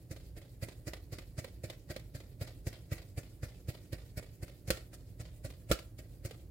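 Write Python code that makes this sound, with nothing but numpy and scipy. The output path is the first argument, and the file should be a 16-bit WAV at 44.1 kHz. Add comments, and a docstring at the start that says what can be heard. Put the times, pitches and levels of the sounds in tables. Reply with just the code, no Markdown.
"""Fanning a paper envelope

A stiff envelope is waved by hand about four times a second, close to the microphone in a quiet room.
Each stroke pushes a puff of air and makes the paper rustle. The free edge flicks back about 50 ms later,
and the sheet quivers, then swishes on the return. Twice it buckles with a sharp snap.
Under it all lies the low rumble of the room."""
import sys
import numpy as np
from scipy import signal
from scipy.fft import rfft, irfft
from scipy.io import wavfile
from scipy.ndimage import map_coordinates

SR = 44100
rng = np.random.default_rng(int(sys.argv[2]) if len(sys.argv) > 2 else 0)


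def store_wav(level_fs):
    """Save 16-bit WAV to argv[1]."""
    pcm = np.round(np.clip(np.atleast_2d(level_fs), -1, 1) * 32767)
    wavfile.write(sys.argv[1], SR, pcm.T.astype(np.int16))


N = 286650
TIME = np.arange(N) / SR

# each turn of the hand: t/s, strength/dB (0 is a firm stroke)
STROKES = [(.116, -2.5), (.374, -6), (.632, 1.1), (.878, 1.5), (1.132, 0), (1.388, 2), (1.645, 0),
           (1.907, 1.44), (2.155, -2.5), (2.420, 2), (2.675, 2), (2.925, 3.5), (3.183, -0.5), (3.437, -.5),
           (3.692, 0.3), (3.935, -1), (4.179, -1.5), (4.433, -2.5), (4.686, 0), (4.939, -6), (5.207, -3.5),
           (5.453, -1.5), (5.704, 0), (5.993, -6.5), (6.257, .5)]
# each time the sheet buckles: t/s, relative crack level/dB, relative thump level/dB, crack decay/s
SNAPS = [(4.7035, -23.5, -21.5, 0.0042), (5.7133, -26.5, -16, 0.0092)]
# the tone of flicking and quivering paper: f/Hz, relative level/dB
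FLICK_TONE = [(100, -2.5), (300, 4.5), (550, 9.5), (850, -3.5), (1400, -3), (2200, -2), (3500, 1.5),
              (5000, -2), (6500, -6.5), (10000, -13), (16000, -16)]


def colour(x, points, unit_power=True):
    """Filters x along a curve of (f/Hz, level/dB) points; by default white noise keeps its power."""
    size = 16384
    hz, db = np.transpose(points)
    bin_hz = np.arange(size // 2 + 1) * SR / size
    gain = from_db(np.interp(np.log(bin_hz + 1), np.log(hz), db))
    if unit_power:
        gain = gain / np.sqrt(np.mean(gain ** 2))
    # minimum phase: the filter never sounds ahead of its input
    cepstrum = irfft(np.log(gain))[:size // 2]
    cepstrum[1:] *= 2
    response = irfft(np.exp(rfft(cepstrum, size)))[:size // 2]
    return signal.fftconvolve(np.atleast_2d(x), response[None], axes=1)[:, :N]


def from_db(db):
    """Turns decibels into a factor to multiply by."""
    return 10 ** (np.asarray(db) / 20)


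def on_events(times, levels_db, shape):
    """Adds shape(seconds from the event) at each time and level."""
    out = np.zeros(N)
    for at, db in zip(times, levels_db):
        near = slice(max(0, int((at - .1) * SR)), int((at + .25) * SR))
        out[near] += from_db(db) * shape(TIME[near] - at)
    return out


def swell(t, rise, fall):
    """Grows towards t = 0 and dies away after it; rise and fall are in seconds."""
    return np.exp(np.minimum(t / rise, -t / fall))


def bell(t, width):
    """A smooth hump around t = 0; width is in seconds."""
    return np.exp(-.5 * (t / width) ** 2)


def push(t, width):
    """A short force whose samples add up to 1."""
    return bell(t, width) / (width * SR * np.sqrt(2 * np.pi))


def paper_noise(grain_db, split_hz=1300):
    """Countless small fibres crackle: the same left and right in the bass, different in the treble."""
    white = rng.standard_normal((3, N))
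    grain_samples = 12
    grains = from_db(grain_db * rng.standard_normal(N // grain_samples + 1))
    grains = np.repeat(grains, grain_samples)[:N]
    crackle = white * grains / np.sqrt(np.mean(grains ** 2))
    bass = signal.sosfilt(signal.butter(2, split_hz, fs=SR, output="sos"), crackle[0])
    treble = signal.sosfilt(signal.butter(2, split_hz, "high", fs=SR, output="sos"), crackle[1:])
    return bass + treble


def strokes(limp_db=-13):
    """The state of the sheet at each turn: t/s, strength/dB, slack/dB, buckles (0 or 1), limpness/dB."""
    # how loosely the hand holds the sheet: t/s, slack/dB
    grip = [(0, -2.5), (.63, -1.5), (.88, 3.5), (1.39, 0.5), (1.65, 5), (1.91, 3), (2.16, -2), (2.93, -6.5),
            (3.7, -10.5), (4.45, -3), (6.3, -1.5)]
    turns, strength = np.transpose(STROKES)
    slack = np.interp(turns, *np.transpose(grip))
    buckles = np.zeros(len(turns))
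    buckles[[np.argmin(abs(turns - snap[0])) for snap in SNAPS]] = 1
    limp = limp_db * np.r_[0, buckles[:-1]]  # a buckled sheet is limp for the next stroke
    return turns, strength, slack, buckles, limp


def room_rumble(rumble_db=-51, apart_db=-16):
    """The room rumbles softly, nearly the same left and right."""
    # the tone of the rumble: f/Hz, relative level/dB
    rumble_tone = [(15, -40), (28, -25), (42, 3), (56, 6), (75, -1), (120, 3), (145, -10), (170, -6),
                   (205, -17.5), (320, -14), (390, -20.5), (570, -24.5), (850, -37.5), (2000, -45.5)]
    air = rng.standard_normal(N) + from_db(apart_db) * rng.standard_normal((2, N))
    return from_db(rumble_db) * colour(air, rumble_tone)


def swishes(swish_db=-67, delay_s=.16, loss_per_slack=.23):
    """The return stroke is a soft slide of air and paper, fastest between two turns."""
    # the tone of the swish: f/Hz, relative level/dB
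    swish_tone = [(100, 13), (500, 10.5), (1000, -10), (2200, -3), (5000, -0.5), (9000, -5.5), (16000, -7)]
    turns, _, slack, _, _ = strokes()
    turns = np.r_[2 * turns[0] - turns[1], turns]  # one turn earlier: the waving is already under way
    levels_db = swish_db - loss_per_slack * np.r_[slack[0], slack]
    speed = on_events(turns + delay_s, levels_db,
                      lambda t: .84 * bell(t, width=.032) + .48 * bell(t + .038, width=.052))
    return colour(speed * paper_noise(grain_db=3.5), swish_tone)


def rustles(rustle_db=-45, knock_db=-42.5):
    """At each turn the sheet bends with a scuff, its layers slide, and the soft jolt makes it ring."""
    def rub(t):
        scuff = .6 * bell(t + .0025, width=.0055)
        slide = .45 * bell(t - .007, width=.0072)
        return scuff + slide + .34 * swell(t, rise=.014, fall=.046)

    # the tone of bending paper: f/Hz, relative level/dB
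    rustle_tone = [(100, -5.5), (220, 9.5), (320, 15), (430, 5), (600, 13.5), (900, -9), (1400, 0),
                   (2100, 2), (3200, -4), (5000, 0.5), (10000, -6.5), (16000, -10.5)]
    turns, strength = np.transpose(STROKES)
    _, air_db = air_pushed()
    rustle = on_events(turns, strength, rub) * paper_noise(grain_db=4.4)
    knock = on_events(turns - .006, air_db + knock_db, lambda t: push(t, width=.0003))
    return from_db(rustle_db) * colour(rustle, rustle_tone) + ring(knock)


def ring(force):
    """A knock makes the envelope and the space around it ring at several pitches."""
    # the ringing tones: f/Hz, level for a click of size 1/dB, time to fade by 60 dB/s
    modes = [(192, -6.5, 0.049), (339.3, -7.5, 0.066), (543, -1.5, 0.033), (566, -5.5, 0.036),
             (1220, -9.5, 0.1), (1284, -15.5, 0.045), (1600, -10.5, .04), (2054, 4.5, 0.028),
             (2900, -28, 0.05)]
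    out = 0
    for hz, db, fade_s in modes:
        decay = np.exp(-np.log(1000) / (fade_s * SR))
        angle = 2 * np.pi * hz / SR
        feedback = [1, -2 * decay * np.cos(angle), decay * decay]
        out = out + from_db(db) * signal.lfilter([0, np.sin(angle)], feedback, force + 1e-18)
    return out


def air_pushed(gain_per_strength=1.1, loss_per_slack=.45):
    """A strong stroke and a taut sheet move more air. For each turn: t/s, relative level/dB."""
    turns, strength, slack, _, limp = strokes()
    return turns, gain_per_strength * strength - loss_per_slack * slack + limp


def puffs(puff_hz=100, puff_db=-32):
    """At each turn the envelope squeezes the air: one swing of pressure."""
    turns, air_db = air_pushed()
    return on_events(turns, air_db + puff_db,
                     lambda t: bell(t, width=.0043) * np.sin(2 * np.pi * puff_hz * t))


def edge_returns(lag_s=.0525, bounce_s=.034, edge_db=-44, bounce_db=-54.5):
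    """The edge whips back after each turn and bounces once. For each of these: t/s, relative level/dB."""
    turns, strength, slack, buckles, limp = strokes()
    # a strong stroke, a slack grip or a buckle makes the flick later and harder
    back = turns + lag_s + .0016 * strength + .00039 * slack + .034 * buckles
    back_db = edge_db + strength + slack + 4 * buckles + limp
    again = back + bounce_s + .0021 * rng.standard_normal(len(turns))
    again_db = bounce_db + strength + .32 * slack + limp
    return [*zip(back, back_db), *zip(again, again_db)]


def flicks(tick_db=3.5, knock_db=-8, click_db=12, loose_below_db=-47):
    """The free edge springs back: a hard flick is one dry click, a soft one a looser crinkle."""
    tick, knock, click = 0, 0, 0
    for at, db in edge_returns():
        loose = 1 + 3 / (1 + from_db(2 * (db - loose_below_db)))  # from 1 (hard) to 4 (soft)

        def crinkle(t):
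            burst = swell(t, rise=.0005 * loose, fall=.0024 * loose) / loose
            return burst + .16 * swell(t, rise=.0031, fall=.019)

        tick += on_events([at + .00081], [db + tick_db], crinkle)
        knock += on_events([at], [db + knock_db], lambda t: push(t, width=.00007))
        click += on_events([at + .000578], [db + click_db], lambda t: bell(t, width=.00003) / loose ** 2)
    return colour(tick * paper_noise(grain_db=1.5) + click, FLICK_TONE) + ring(knock)


def flutter(flutter_db=-59, delay_s=.058, creases_per_s=110, crease_db=5, crease_s=.003):
    """After each turn the sheet quivers and small creases give way, louder the harder it was bent."""
    turns, strength = np.transpose(STROKES)
    quiver = on_events(turns + delay_s, strength + flutter_db, lambda t: swell(t, rise=.03, fall=.054))
    gives_way = rng.random(N) < creases_per_s / SR
    pops = gives_way * rng.random(N) * from_db(crease_db)
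    creases = signal.lfilter([1], [1, -np.exp(-1 / (crease_s * SR))], pops + 1e-18)  # each pop fades
    return colour(quiver * (.5 + creases) * paper_noise(grain_db=-1), FLICK_TONE)


def flexing(x, bands=10, spread_db=2.8, step_s=.025):
    """As the sheet flexes, each part of its treble comes out now louder, now softer."""
    steps = np.arange(0, TIME[-1], step_s)
    centres_hz = np.geomspace(600, 12000, bands)
    spectrum, hz = rfft(x), np.fft.rfftfreq(N, 1 / SR)
    out = x.copy()
    for band in np.eye(bands)[1:]:  # the lowest band stays steady
        gain = from_db(np.interp(TIME, steps, spread_db * rng.standard_normal(len(steps))))
        part = irfft(spectrum * np.interp(hz, centres_hz, band), N)
        out += (gain - 1) * part
    return out


def near_echoes(x, count=3, echo_db=-8, wander=.06):
    """Face, arm and desk throw back the treble a few ms late; the paths shift a little every stroke."""
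    treble = signal.sosfilt(signal.butter(2, [1200, 8000], "band", fs=SR, output="sos"), x)
    turns = np.transpose(STROKES)[0]
    out = x.copy()
    for side in range(2):
        for delay_s in rng.uniform(.001028, .005, count):
            stretch = np.interp(TIME, turns, 1 + wander * rng.standard_normal(len(turns)))
            echo = map_coordinates(treble[side], [(TIME - delay_s * stretch) * SR], order=1)
            out[side] += from_db(echo_db) * echo
    return out


def room_echo(x, echo_db=-14, fade_s=.28, first_echo_s=.0067, band_hz=(350, 6000)):
    """A small furnished room adds a short, dull tail, different left and right."""
    t = TIME[:SR // 2]
    fade = np.exp(-np.log(1000) * t / fade_s) * (t > first_echo_s)  # 60 dB down after fade_s
    tail = rng.standard_normal((2, len(t))) * fade
    tail = tail / np.sqrt(np.sum(tail ** 2, axis=1, keepdims=True))
    tail = signal.sosfilt(signal.butter(1, band_hz, "band", fs=SR, output="sos"), tail)
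    return from_db(echo_db) * signal.fftconvolve(x, tail, axes=1)[:, :N]


def snaps(crack_gain_db=3, ring_db=-2, air_db=-9, air_hz=56):
    """The sheet buckles and pops through: a dense crack, a short ring and a thump of air."""
    # the tone of the crack: f/Hz, relative level/dB
    crack_tone = [(100, -11.5), (270, -8), (550, 7), (750, -6.5), (1000, -18.5), (1300, 2.5), (2000, -6),
                  (2700, -2), (5000, -2.5), (9000, -10.5), (16000, -15.5)]
    crack, force, air = 0, 0, 0
    for at, crack_db, thump_db, decay_s in SNAPS:
        crack += on_events([at + .0012], [crack_db + crack_gain_db],
                           lambda t: swell(t, .0005, decay_s) + .099 * swell(t, rise=.0005, fall=.043))
        force += on_events([at], [thump_db + ring_db], lambda t: push(t, width=.00016))
        air += on_events([at + .0078], [thump_db + air_db],
                         lambda t: swell(t, rise=.0065, fall=.018) * np.sin(2 * np.pi * air_hz * t))
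    return colour(crack * paper_noise(grain_db=2.5), crack_tone) + ring(force) + air


def scene():
    """The waved envelope in its room, drifting a little from side to side."""
    # where the hand is: t/s, left minus right level/dB
    hand_place = [(0, 1), (.8, 0), (1.8, 1.1), (2.7, 2), (3.8, 0.5), (5.1, 1), (6.5, 1.7)]
    soft_sounds = flexing(rustles() + swishes() + flutter())
    paper = near_echoes(soft_sounds + flicks() + snaps())
    balance_db = np.interp(TIME, *np.transpose(hand_place))
    pan = from_db(balance_db * [[.5], [-.5]])
    return pan * (paper + puffs()) + room_echo(paper) + room_rumble()


def record(dry, hiss_db=-77, cutoff_hz=15900):
    """Each side of the microphone has its own tone and a faint hiss; the highest treble is cut."""
    # the tone of the left and right microphone openings: f/Hz, level/dB
    left_tone = [(60, -1), (600, -2.5), (1200, -6.5), (2000, -1), (3000, -5), (3900, -6.5), (4800, -3),
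                 (6000, -6.5), (7500, 1.5), (8200, 0), (8900, -13.5), (10700, -4), (12000, -1),
                 (16000, 2.5)]
    right_tone = [(60, 0.5), (600, 3.5), (1300, -0.5), (2100, 0), (3100, -5), (4400, -1), (5200, -4),
                  (6100, -7.5), (7400, -2.5), (8050, -6), (8800, 6), (10500, 2.5), (13000, 4),
                  (16000, -2.5)]
    sides = [colour(x, tone, unit_power=False)[0] for x, tone in zip(dry, (left_tone, right_tone))]
    hiss = from_db(hiss_db) * rng.standard_normal((2, N))
    return signal.sosfilt(signal.ellip(12, .1, 80, cutoff_hz, fs=SR, output="sos"), sides + hiss)


dry = scene()
out = record(dry)
store_wav(out)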